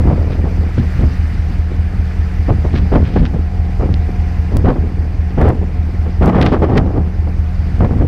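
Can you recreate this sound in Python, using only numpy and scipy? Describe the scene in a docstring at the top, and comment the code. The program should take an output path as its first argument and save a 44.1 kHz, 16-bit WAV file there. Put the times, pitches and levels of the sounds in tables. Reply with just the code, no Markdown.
"""Open deck of a ship pushing through drifting ice floes, one microphone out in the wind.
From the start the diesel throbs five times a second under the whine of the ventilation, slush washes
along the hull, and short gusts on a light breeze buffet the microphone. Ice crunches now and then until
about 3.3 s; a dry tick follows near 4 s. From 4.5 s pressure jumps crack the input stage. At 6-7 s
a run of strong gusts overloads the microphone with sharp crackles and pushes its gain down."""
import sys
import numpy as np
from scipy import signal
from scipy.io import wavfile
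from scipy.ndimage import uniform_filter1d

SR = 44100
rng = np.random.default_rng(int(sys.argv[2]) if len(sys.argv) > 2 else 0)


def persist_wave(psi):
    """Save psi, clipped to +-1, as 16-bit WAV."""
    counts = np.round(np.clip(psi, -1, 1) * 32767).astype(np.int16)
    wavfile.write(sys.argv[1], SR, np.atleast_2d(counts).T)


N = 356283
TIME = np.arange(N) / SR

# gusts striking the microphone: (start [s], hold [s], relative buffeting [dB], relative rumble [dB])
GUSTS = [(0.047, 0.082, -18, -4), (0.264, 0.01, -25, -16), (0.434, 0.042, -23.5, -7.5),
         (.772, .015, -26, -6.5), (0.836, 0.0064, -26, -14), (0.986, 0.07, -22.5, -5),
         (1.71, .012, -31, -16), (2.477, 0.032, -16, -5), (2.638, 0.021, -20, -10), (2.733, 0.018, -20, -4),
         (2.915, 0.026, -12, -4), (2.95, 0.013, -10, -2.5), (3.156, 0.012, -10.5, -8.5),
         (3.333, .012, -19.5, -11), (3.79, 0.064, -20, -10), (3.883, .02, -25.5, -7.5),
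         (4.078, 0.015, -27.5, -20), (4.512, 0.1, -24, -8.5), (4.634, 0.072, -12, -3.5),
         (4.749, 0.021, -23.5, -10), (5.371, 0.047, -15, -6), (5.405, 0.1, -12, -5.5),
         (5.607, 0.019, -23, -11.5), (6.056, 0.013, -27, -22), (6.204, 0.096, -10.5, -3.5),
         (6.302, 0.18, -12, -4), (6.512, 0.041, -9.5, -17.5), (6.616, 0.029, -10.5, -13),
         (6.672, 0.069, -15.5, -10), (6.747, 0.047, -11.5, -4), (6.832, 0.15, -24.5, -21),
         (6.965, 0.029, -18.5, -10.5), (7.266, 0.019, -25, -27), (7.801, 0.011, -11, -3),
         (7.841, 0.0066, -12, -1.5), (7.902, 0.032, -21.5, -3.5), (7.993, 0.028, -17.5, -3.5)]
# sudden pressure jumps at the microphone: (time [s], relative level [dB])
PRESSURE_JUMPS = [(4.5685, -18), (5.4136, -30), (5.4889, -26), (6.2554, -32), (6.2587, -23), (6.2756, -35),
                  (6.4128, -29), (6.4244, -29), (6.4547, -33), (6.4604, -29), (6.774, -31)]


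def from_db(db):
    """Decibels to gain."""
    return np.exp(np.asarray(db) * (np.log(10) / 20))


def rms_one(x):
    """Scale to unit power."""
    return x / np.sqrt(np.mean(x ** 2) + 1e-20)


def in_time(rows):
    """Each column of a curve, sample by sample."""
    s, *columns = np.transpose(rows)
    return [np.interp(TIME, s, c) for c in columns]


def at_hz(points, hz):
    """Read a spectrum on a log-frequency axis."""
    f, level = np.transpose(points)
    return np.interp(np.log(hz), np.log(f), level)


def butter(x, hz, kind, order=2):
    """Causal Butterworth filter."""
    sections = signal.butter(order, np.clip(hz, 10, .45 * SR), kind, fs=SR, output="sos")
    return signal.sosfilt(sections, x + 1e-18)


def drift(rate):
    """Smooth random wander of spread 1 that changes about rate times a second."""
    pole = np.exp(-80 * np.pi * rate / SR)
    white = rng.standard_normal(N // 40 + 2002)
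    slow = rms_one(signal.lfilter([1], [1, -2 * pole, pole * pole], white)[2000:])
    # one value every 40 samples, joined by straight lines
    return (slow[:-1, None] + np.diff(slow)[:, None] * np.arange(40) / 40).ravel()[:N]


def noise_bands(spectrum, count):
    """Noise of the given spectrum as (centre [Hz], band) pairs whose powers add up to 1."""
    edges = np.geomspace(spectrum[0][0], spectrum[-1][0], count + 1)
    centres = np.sqrt(edges[1:] * edges[:-1])
    gains = from_db(at_hz(spectrum, centres)) * np.sqrt(np.diff(edges))
    gains = gains / np.linalg.norm(gains)
    white = rng.standard_normal((2, N))
    bands = [rms_one(butter(white[k % 2], edges[k:k + 2], "band", order=3)) for k in range(count)]
    return [(hz, gain * band) for hz, gain, band in zip(centres, gains, bands)]


def steady(x, hz):
    """Even out a band's power over six of its cycles, 20 ms at least."""
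    power = uniform_filter1d(rms_one(x) ** 2, round(SR * max(6 / hz, .02)))
    return x / np.sqrt(np.abs(power) + .05)


def pressure_swings(hits, hz):
    """Each hit becomes one quickly dying swing of pressure."""
    cycles = hz * TIME[:SR // 30]
    return signal.fftconvolve(hits, np.sin(2 * np.pi * cycles) * np.exp(-2 * cycles))[:N]


def diesel(cycle_hz=5.001, level_db=1.5):
    """Unequal cylinders repeat with every working cycle; their orders swell together into a throb."""
    # exhaust orders: (multiple of the working cycle, relative level [dB])
    orders = [(6, -31), (8, -22), (9, -32), (10, -36), (11, -28), (12, -34), (13, -35), (15, -24),
              (16, -17.5), (17, -31), (19, -31), (20, -31), (21, -40), (24, -39), (36, -29.5)]
    phase = 2 * np.pi * cycle_hz * TIME + .005 * drift(1.0)
    throb = np.zeros(N)
    for multiple, db in orders:
        throb += from_db(db + .5 * drift(1.3)) * np.sin(multiple * phase + .7 * rng.standard_normal())
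    return np.sqrt(2) * from_db(level_db) * throb


def ventilation(roar_db=-28, whine_db=2.0):
    """Deck ventilation roars, with thin fan tones that waver and flutter in the moving air."""
    # steady machinery noise: (frequency [Hz], relative density [dB])
    roar_spectrum = [(20, -18), (45, 1.5), (90, -0.5), (140, -12.5), (250, -18), (430, -18.5), (580, -29),
                     (760, -21.5), (950, -40.5), (2000, -55)]
    # whine of the fans: (frequency [Hz], relative level [dB])
    fan_tones = [(252, -43), (452, -45), (603, -52), (716, -42), (770, -50), (798, -50), (1018, -56),
                 (1074, -54)]
    # how strongly the whine carries to the microphone: (time [s], gain [dB])
    carry_curve = [(0, -10.5), (2.8, -2), (3.6, 1), (5.2, -1.5), (6.1, -3.5), (8.08, -7.5)]
    carry_db, = in_time(carry_curve)
    roar = sum(band for hz, band in noise_bands(roar_spectrum, count=12))
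    whine = np.zeros(N)
    for hz, db in fan_tones:
        phase = 2 * np.pi * np.cumsum(hz + 3 * drift(10)) / SR
        whine += from_db(db + 2 * drift(1.5) + 1.5 * drift(16)) * np.sin(phase)
    return from_db(roar_db) * roar + from_db(whine_db + carry_db) * whine


def hull_wash(level_db=1.0, fizz_db=1.52):
    """Foam and slush hiss along the hull, every band flickering a little."""
    # rise and fall of the wash, heard from the deck: (time [s], relative level [dB])
    wash_curve = [(0, -39.5), (.6, -39.5), (1.0, -36), (1.7, -41), (2.5, -39), (3.1, -39.5), (3.5, -41.5),
                  (4.5, -40.5), (5.0, -42.5), (6.1, -42), (7.0, -45.5), (7.65, -41), (8.08, -42.5)]
    # hiss of the foam: (frequency [Hz], relative density [dB])
    foam_spectrum = [(400, -1.5), (900, -2.5), (1400, 1.5), (2100, 2), (2700, -5.5), (3400, -12.5),
                     (4200, -13.5), (5100, -8.5), (6200, -22), (8000, -23.5), (10500, -30), (15500, -30.5)]
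    wash_db, = in_time(wash_curve)
    foam = sum(band * from_db(fizz_db * drift(23)) for hz, band in noise_bands(foam_spectrum, count=20))
    return foam * from_db(wash_db + level_db)


def wind(buffet_db=1.6, rumble_db=-5.0, full_gust_db=-12, db_per_octave=19, pivot_hz=350):
    """Eddies hit the microphone port in lumps; faster air sheds smaller ones, so the roar slides up."""
    # light air between the gusts: (time [s], relative buffeting [dB], relative rumble [dB])
    breeze_curve = [(0, -23.5, -16.5), (.48, -29, -17), (.65, -34, -33), (1.12, -40, -7.5),
                    (1.24, -40, -21.5), (1.5, -38, -20), (2.35, -40.5, -24), (2.8, -38, -12),
                    (3.25, -35, -6.5), (3.5, -37, -25), (4.3, -42, -25), (4.85, -36.5, -17.5),
                    (5.2, -38, -29.5), (5.7, -38, -26.5), (7.15, -42.5, -34.5), (7.65, -37.5, -20.5),
                    (8.08, -28, -19)]
    # roar of a full buffet: (frequency [Hz], relative density [dB])
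    buffet_spectrum = [(80, -2), (150, 1), (260, -2), (500, -6.5), (800, -11.5), (1200, -21), (1800, -28),
                       (2800, -40), (4500, -51.5), (8000, -68)]
    # low wind rumble: (frequency [Hz], relative density [dB])
    rumble_spectrum = [(15, -6), (30, -7.5), (55, 4.5), (90, -8), (150, 0.5), (220, -14), (400, -39),
                       (900, -59.5)]
    breeze, breeze_rumble = from_db(in_time(breeze_curve))
    _, _, buffets_db, rumbles_db = np.transpose(GUSTS)
    blast = gust_envelope(buffets_db, release_s=.019)
    wake = gust_envelope(buffets_db - 14, release_s=.17)
    wind_db = 10 * np.log10(breeze ** 2 + blast ** 2 + wake ** 2)
    # light air comes in separate lumps, a full gust is a more continuous roar
    lumpiness_db = 2.5 + 2.54 * np.clip((full_gust_db - wind_db) / 20, 0, 1)
    eddies_db = lumpiness_db * np.clip(drift(72), -2, 2)
    speed = 2 ** np.clip((wind_db - full_gust_db) / db_per_octave, -1.2, .25)
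    # the slide leaves the level at the pivot unchanged
    pivot_db = at_hz(buffet_spectrum, pivot_hz / speed) - at_hz(buffet_spectrum, pivot_hz)
    level_db = buffet_db + wind_db + eddies_db - pivot_db
    roar = np.zeros(N)
    for hz, band in noise_bands(buffet_spectrum, count=10):
        slide_db = at_hz(buffet_spectrum, hz / speed) - at_hz(buffet_spectrum, hz)
        roar += steady(band, hz) * from_db(level_db + slide_db + 2.0 * drift(41))
    rumble = steady(sum(band for hz, band in noise_bands(rumble_spectrum, count=7)), hz=90)
    rumble *= np.hypot(breeze_rumble, gust_envelope(rumbles_db, attack_s=.008, release_s=.037))
    return roar + thuds(wind_db) + rumble * from_db(rumble_db + 3.5 * drift(8.1))


def gust_envelope(strength_db, release_s, attack_s=.0037, swell_share=.2):
    """Strength of all gusts together: each rises, holds and dies away; long ones swell more slowly."""
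    power = np.zeros(N)
    for (s, hold, *_), db in zip(GUSTS, strength_db):
        near = slice(*np.searchsorted(TIME, [s, s + 1]))
        age = TIME[near] - s
        rise = np.minimum(age / (attack_s + swell_share * hold), 1)
        fall = np.exp(-np.maximum(age - hold, 0) / release_s)
        power[near] += (from_db(db) * rise * fall) ** 2
    return np.sqrt(power)


def thuds(wind_db, front_db=5, front_delay_s=.00785, stray_db=6, strays_per_s=45, size_db=3.0):
    """A gust's front gives the port one deep, hollow thud; small stray eddies arrive at random."""
    sizes = from_db(size_db * np.minimum(rng.exponential(1, N), 2.5)) * rng.choice([-1, 1], N)
    strays = sizes * from_db(wind_db + stray_db) * (rng.random(N) < strays_per_s / SR)
    fronts = np.zeros(N)
    for (s, _, _, rumble_db), sign in zip(GUSTS, rng.choice([-1, 1], len(GUSTS))):
        fronts[round((s + front_delay_s) * SR)] += sign * from_db(rumble_db + front_db)
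    swings = pressure_swings(strays, hz=420) + pressure_swings(fronts, hz=250)
    return butter(swings, 1500, "low", order=3)


def crunches_and_crackle(snaps_per_s=2500, size_db=3.5, ring_cycles=3, pitches=12):
    """Swarms of tiny ringing snaps: ice crumbles until about 3.3 s; at 6.4-6.8 s sharp crackles come
    as strong gusts overload the microphone."""
    # crunches, then crackles: (time of the peak [s], half length [s], level [dB])
    bursts = [(0.327, 0.015, -35), (0.784, .019, -40), (2.767, 0.025, -31), (2.947, 0.017, -41),
              (3.056, 0.024, -36.5), (3.165, 0.068, -37), (3.258, 0.008, -30), (6.413, 0.0023, -16),
              (6.429, .005, -17), (6.464, 0.0064, -22), (6.497, 0.032, -33.5), (6.777, .0043, -18.5)]
    # ring of the snaps: (frequency [Hz], relative level [dB])
    snap_spectrum = [(1400, 15), (2400, 11.5), (3300, -16), (4300, -31), (5200, -5), (6500, -19)]
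    envelope = np.zeros(N)
    for s, half, db in bursts:
        near = slice(*np.searchsorted(TIME, [s - 4 * half, s + 4 * half]))
        envelope[near] += from_db(db) * np.exp(-.5 * ((TIME[near] - s) / half) ** 2)
    sizes = from_db(size_db * np.minimum(rng.exponential(1, N), 4)) * rng.choice([-1, 1], N)
    snaps = sizes * (rng.random(N) < snaps_per_s / SR)
    pitch_index = rng.integers(0, pitches, N)
    grains = np.zeros(N)
    for k, hz in enumerate(np.geomspace(snap_spectrum[0][0], snap_spectrum[-1][0], pitches)):
        decay = from_db(-60 * hz / (ring_cycles * SR))
        feedback = decay * np.cos(2 * np.pi * hz / SR)
        hits = snaps * (pitch_index == k) + 1e-18
        ring = signal.lfilter([1, -feedback], [1, -2 * feedback, decay * decay], hits)
        grains += from_db(at_hz(snap_spectrum, hz)) * ring
    return envelope * rms_one(butter(grains, [900, 5000], "band", order=4))


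def tick(low_hz=1700, high_hz=4700):
    """A dry click with no ring."""
    # one sharp tick: (time [s], level [dB])
    tick_events = [(3.9413, -14)]
    impulse = np.zeros(N)
    for s, db in tick_events:
        impulse[round(s * SR)] = from_db(db)
    click = butter(butter(impulse, low_hz, "high"), high_hz, "low", order=7)
    return click * SR / (2 * (high_hz - low_hz))  # roughly restores the peak after filtering


def pressure_slaps(level_db=12, swell_s=.0093, edge_hz=700):
    """Right at the microphone, suction builds up and swings over into pressure: an N-shaped pulse."""
    pulses = np.zeros(N)
    for s, db in PRESSURE_JUMPS:
        near = np.abs(TIME - s) < 10 * swell_s
        age = TIME[near] - s
        pulses[near] += from_db(db + level_db) * np.sign(age) * np.exp(-np.abs(age) / swell_s)
    return butter(pulses, edge_hz, "low", order=1)


def overload_cracks(overloaded, crackle_db=-33, crackles_per_s=400, crack_db=11, sputter_db=-10):
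    """The input stage cracks and sputters at each pressure jump, and crackles faintly in overload."""
    cracks = from_db(crackle_db) * rng.standard_normal(N)
    cracks *= rng.random(N) < overloaded * crackles_per_s / SR
    age = TIME[:SR // 50]
    for s, db in PRESSURE_JUMPS:
        sparks = rng.standard_normal(len(age)) * (rng.random(len(age)) < .2)
        sputter = from_db(sputter_db) * sparks * np.exp(-age / .0022)
        start = round((s + .001) * SR)
        cracks[start:start + len(age)] += from_db(db + crack_db) * ((age == 0) + sputter)
    return butter(butter(cracks, 7000, "low", order=1), 1000, "high", order=1)


def gain_control(x, threshold_db=-10.0, share=.26, release_db_per_s=13.0, max_excess_db=11.0):
    """Loud gusts quickly pull the gain down by a share of their excess level; it creeps back after."""
    power = uniform_filter1d(x[0] ** 2, round(.01 * SR))
    excess_db = np.clip(10 * np.log10(np.abs(power) + 1e-9) - threshold_db, 0, max_excess_db)
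    held_db = np.maximum.accumulate(excess_db + release_db_per_s * TIME) - release_db_per_s * TIME
    return x * from_db(-share * butter(held_db, 6.1, "low", order=1))


def scene():
    """Ship, sea and wind at one microphone on the open deck."""
    bed = diesel() + ventilation() + hull_wash() + wind()
    return (bed + crunches_and_crackle() + tick() + pressure_slaps())[None]


def record(dry, ceiling=.68, cutoff_hz=15800):
    """Behind the microphone: gain control, flat-topped overload with its cracks, a steep treble cut."""
    drive = gain_control(dry) / ceiling
    clipped = ceiling * drive / (1 + drive ** 16) ** (1 / 16)
    cracks = overload_cracks(np.abs(drive[0]) > 1)
    treble_cut = signal.ellip(10, .1, 80, cutoff_hz, fs=SR, output="sos")
    return signal.sosfilt(treble_cut, clipped + cracks)


dry = scene()
out = record(dry)
persist_wave(out)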